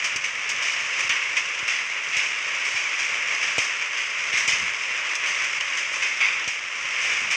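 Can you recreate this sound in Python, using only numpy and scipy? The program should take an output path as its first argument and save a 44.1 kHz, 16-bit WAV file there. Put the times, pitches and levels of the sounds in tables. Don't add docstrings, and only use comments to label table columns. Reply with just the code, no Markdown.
import sys
import numpy as np
from scipy import signal
from scipy.fft import rfft, irfft
from scipy.io import wavfile
from scipy.ndimage import uniform_filter1d, minimum_filter1d

SR = 44100
rng = np.random.default_rng(int(sys.argv[2]) if len(sys.argv) > 2 else 0)


def materialize(psi):
    bounded = np.clip(np.atleast_2d(psi).T, -1, 1)
    quanta = np.round(bounded * 32767).astype(np.int16)
    wavfile.write(sys.argv[1], SR, quanta)


N = 324561
TIME = np.arange(N) / SR

# t/s, level/dB, fine grit over coarse/dB, crack over spray/dB, spray fade/s
FIRM_CLOTS = [(0.042, -22, -5, 2, .23), (0.16, -28, 4, 9, 0.077), (0.239, -27, -8.5, -5, .35),
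              (0.491, -28, -1, 5, 0.26), (0.992, -30, -0.5, 4.5, 0.25), (1.093, -17.5, -16, -1, 0.36),
              (1.367, -15, -12.5, -9, 0.14), (1.679, -22, -11.5, 3, 0.76), (2.166, -23, -7.5, 4, 0.53),
              (2.649, -33.5, -1, 5, 0.59), (3.581, -26.5, -2.5, 14, 0.62), (4.372, -26, 0, -1, 0.38),
              (4.477, -18, -7.5, 3, 0.54), (5.151, -31.5, 8, 1, 0.07), (5.261, -29, -4.5, 1, 1),
              (5.442, -23.5, -4, 0, 0.058), (5.607, -15, -20, -8, .05), (5.773, -26, -9.5, 1, .45),
              (6.477, -27.5, -5.5, 7, 0.36), (7.31, -22.5, -6, 2.5, 0.35)]
# t/s, level/dB, fine grit over coarse/dB
LOOSE_CLUMPS = [(0.62, -24.5, -7.5), (2.125, -23.5, -18), (2.75, -25, -10.5), (2.988, -27.5, -6),
                (3.425, -28, -7), (3.969, -29.5, -6.5), (4.326, -22, -14), (5.925, -41, 5.5),
                (6.02, -23, -12), (6.204, -17.5, -21), (7.015, -27.5, -6.5), (7.11, -27.5, -10)]
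# t/s, peak level/dB
HEAVY_CLOTS = [(0.159, -30), (1.048, -37), (1.097, -33), (1.628, -33), (2.168, -34), (2.745, -40),
               (3.582, -9.5), (4.337, -30.5), (4.481, -24), (4.531, -34), (6.476, -28.5)]
# f/Hz, level/dB, fade/s
THUD_TONES = [(112, -8, 0.039), (160, -8, 0.029), (299, -4.5, 0.035), (484, 5.5, 0.02), (613, -1, 0.023),
              (900, -14, .02), (1350, -14, .015)]
# t/s, level/dB
ASH_FALL = [(0.0, -38), (0.35, -40.5), (0.76, -36), (1.05, -36.5), (1.86, -39.5), (3.05, -36.5),
            (3.44, -36), (3.71, -38), (3.99, -39.5), (4.47, -36.5), (4.73, -38), (5.35, -36), (5.72, -38),
            (6.19, -37), (6.58, -40.5), (6.72, -40), (7.09, -35.5), (7.36, -37.5)]
# t/s, level change/dB, half width/s
LEVEL_DIPS = [(1.088, -6.5, 0.0061), (5.594, -8.5, 0.0074)]
# t/s, level/dB
BREEZE_LEVELS = [(0.0, -57.5), (0.33, -61.5), (0.96, -60.5), (1.8, -66), (3.34, -62), (3.94, -69.5),
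                 (4.3, -64), (4.57, -54), (4.86, -65), (6.23, -62.5), (6.68, -65.5), (7.36, -57)]
# f/Hz, level/dB
CLOT_CRACK_COLOUR = [(100, -35), (800, -15.5), (1600, -8.5), (2500, 8), (3100, 0.5), (4100, -10),
                     (6000, 2.5), (8600, -12.5), (10000, -41), (13500, -33), (15500, -34)]
NEAR_GRIT_COLOUR = [(200, -33.5), (900, -17), (1550, -9.5), (2250, 5), (2900, -2), (4200, -21), (5100, -8),
                    (6300, -6.5), (7500, -19.5), (8600, -20.5), (9800, -47), (11500, -42), (13600, -46),
                    (15000, -61)]
FAR_HISS_COLOUR = [(100, -51.5), (330, -22.5), (590, -15), (760, -21), (1100, -8), (1520, -9), (2200, 1),
                   (2750, -3.5), (4200, -28), (5200, -16), (6200, -15), (8600, -32), (9800, -54),
                   (13500, -61), (15000, -77.5)]
BREEZE_COLOUR = [(20, -10.5), (40, -6.5), (70, 0.5), (150, 1), (230, -0.5), (400, -15), (1000, -41.5)]


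def splats(crack_fade_s=0.027):
    cracks = [(start, db + crack_db, crack_fade_s) for start, db, _, crack_db, _ in FIRM_CLOTS]
    impact = landings(cracks, rise_s=0.0002)
    crumbs = clicks(per_second=9000, spread_db=2)
    crack = ring_with(impact * crumbs, make_ring(CLOT_CRACK_COLOUR))
    sprays = [(start, db, fine_db, fade_s) for start, db, fine_db, _, fade_s in FIRM_CLOTS]
    return crack + grit_spray(sprays, rise_s=0.0016, echo_gain=0.29)


def crumbles(fade_s=0.72):
    sprays = [(start, db, fine_db, fade_s) for start, db, fine_db in LOOSE_CLUMPS]
    return grit_spray(sprays, rise_s=0.0015, echo_gain=0.49)


def grit_spray(sprays, rise_s, echo_gain):
    starts = np.sort([row[0] for row in sprays])
    grit = floor_echo(clicks(per_second=4400, spread_db=2.5), starts, echo_gain)
    low_ring, high_ring = split_ring(NEAR_GRIT_COLOUR)
    coarse = landings([(start, db, fade_s) for start, db, _, fade_s in sprays], rise_s)
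    fine = landings([(start, db + fine_db, fade_s) for start, db, fine_db, fade_s in sprays], rise_s)
    return ring_with(coarse * grit, low_ring) + ring_with(fine * grit, high_ring)


def thuds(full_blow_contact_s=0.00012):
    track, age = np.zeros(N), TIME[:8192]
    ring = sum(undb(db) * np.cos(2 * np.pi * hz * age) * undb(-60 * age / fade_s)
               for hz, db, fade_s in THUD_TONES)
    for start, peak_db in HEAVY_CLOTS:
        contact_s = full_blow_contact_s / undb(peak_db) ** 0.89
        push = age * np.exp(-2 * np.pi * age / contact_s)
        thud = ring_with(push, ring)
        add(track, start, undb(peak_db) * thud / np.abs(thud).max())
    return track


def patter(fall_db, gain_db=0.5):
    drops = clicks(per_second=70, spread_db=2) * undb(fall_db)
    drop_power = burst(rise_s=0.00034, fade_s=0.04) ** 2
    scatter_power = ring_with(drops ** 2, drop_power / drop_power.sum())
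    scatter = np.sqrt(np.abs(scatter_power))
    grit = clicks(per_second=6000, spread_db=4.5)
    echo_changes = np.sort(rng.choice(TIME, size=100))
    grit = floor_echo(grit, echo_changes, echo_gain=0.71)
    low_ring, high_ring = split_ring(NEAR_GRIT_COLOUR)
    return undb(gain_db) * ring_with(scatter * grit, low_ring + undb(-10) * high_ring)


def far_hiss(fall_db, gain_db=9.5):
    drops = clicks(per_second=7000, spread_db=1) * undb(fall_db + 0.37 * wobble(per_second=16))
    low_ring, high_ring = split_ring(FAR_HISS_COLOUR)
    coarse = ring_with(drops * undb(0.78 * wobble(per_second=30)), low_ring)
    fine = ring_with(drops * undb(0.65 * wobble(per_second=15)), high_ring)
    return undb(gain_db) * (coarse + undb(-12) * fine)


def breeze(gain_db=1):
    breeze_db = np.interp(TIME, *np.transpose(BREEZE_LEVELS))
    puffs = undb(breeze_db + gain_db + 2.6 * wobble(per_second=28))
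    return puffs * ring_with(rng.standard_normal(N), make_ring(BREEZE_COLOUR))


def floor_echo(sound, starts, echo_gain):
    delays = rng.integers(SR // 2000, SR // 500, len(starts) + 1)
    delay_now = delays[np.searchsorted(starts, TIME)]
    echo = sound[np.maximum(np.arange(N) - delay_now, 0)]
    return (sound + echo_gain * echo) / np.hypot(1, echo_gain)


def landings(rows, rise_s):
    power = np.zeros(N)
    for start, db, fade_s in rows:
        add(power, start, (undb(db) * burst(rise_s, fade_s)) ** 2)
    return np.sqrt(power)


def burst(rise_s, fade_s):
    age = TIME[:SR]
    decay = np.minimum(np.log(1000) * age / fade_s, 20)
    return (1 - np.exp(-age / rise_s)) * np.exp(-decay)


def clicks(per_second, spread_db):
    chance, size, sign = rng.random((3, N))
    strength = undb(spread_db * np.sqrt(12) * size)
    lands = chance < per_second / SR
    return normalise(lands * np.copysign(strength, sign - 0.5))


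def wobble(per_second):
    hold = int(SR / per_second)
    steps = np.repeat(rng.standard_normal(N // hold + 1), hold)
    smooth = uniform_filter1d(uniform_filter1d(steps, hold), hold)
    return normalise(smooth[:N])


def make_ring(colour, size=4096):
    hz, db = np.transpose(colour)
    grid_hz = np.maximum(np.arange(size // 2 + 1) * SR / size, 1)
    gains = undb(np.interp(np.log(grid_hz), np.log(hz), db))
    cepstrum = irfft(np.log(gains))
    cepstrum[1:size // 2] *= 2
    cepstrum[size // 2 + 1:] = 0
    ring = irfft(np.exp(rfft(cepstrum)))
    return ring / np.sqrt(np.sum(ring ** 2))


def split_ring(colour, split_hz=4000):
    ring = make_ring(colour)
    filters = [signal.butter(4, split_hz, side, fs=SR, output="sos") for side in ("low", "high")]
    parts = [signal.sosfilt(sos, ring) for sos in filters]
    return [part / np.sqrt(np.sum(part ** 2)) for part in parts]


def ring_with(sound, ring):
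    return signal.oaconvolve(sound, ring)[:N]


def add(track, start, piece):
    room = track[int(start * SR):][:len(piece)]
    room += piece[:len(room)]


def undb(db):
    return 10 ** (np.asarray(db) / 20)


def normalise(sound):
    return sound / np.sqrt(np.mean(sound ** 2))


def scene():
    dips_db = sum(db * np.exp(-((TIME - middle) / width) ** 2) for middle, db, width in LEVEL_DIPS)
    fall_db = np.interp(TIME, *np.transpose(ASH_FALL)) + dips_db
    mix = far_hiss(fall_db) + patter(fall_db) + splats() + crumbles() + thuds() + breeze()
    return mix[None]


def record(dry, limit_db=-9.9, window=160, bottom_hz=55, top_hz=15600):
    gain = np.minimum(1, undb(limit_db) / (np.abs(dry) + 1e-9))
    gain = uniform_filter1d(minimum_filter1d(gain, window), window)
    bass_cut = signal.butter(4, bottom_hz, "high", fs=SR, output="sos")
    treble_cut = signal.ellip(8, 0.2, 70, top_hz, fs=SR, output="sos")
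    return signal.sosfilt(treble_cut, signal.sosfilt(bass_cut, dry * gain))


dry = scene()
out = record(dry)
materialize(out)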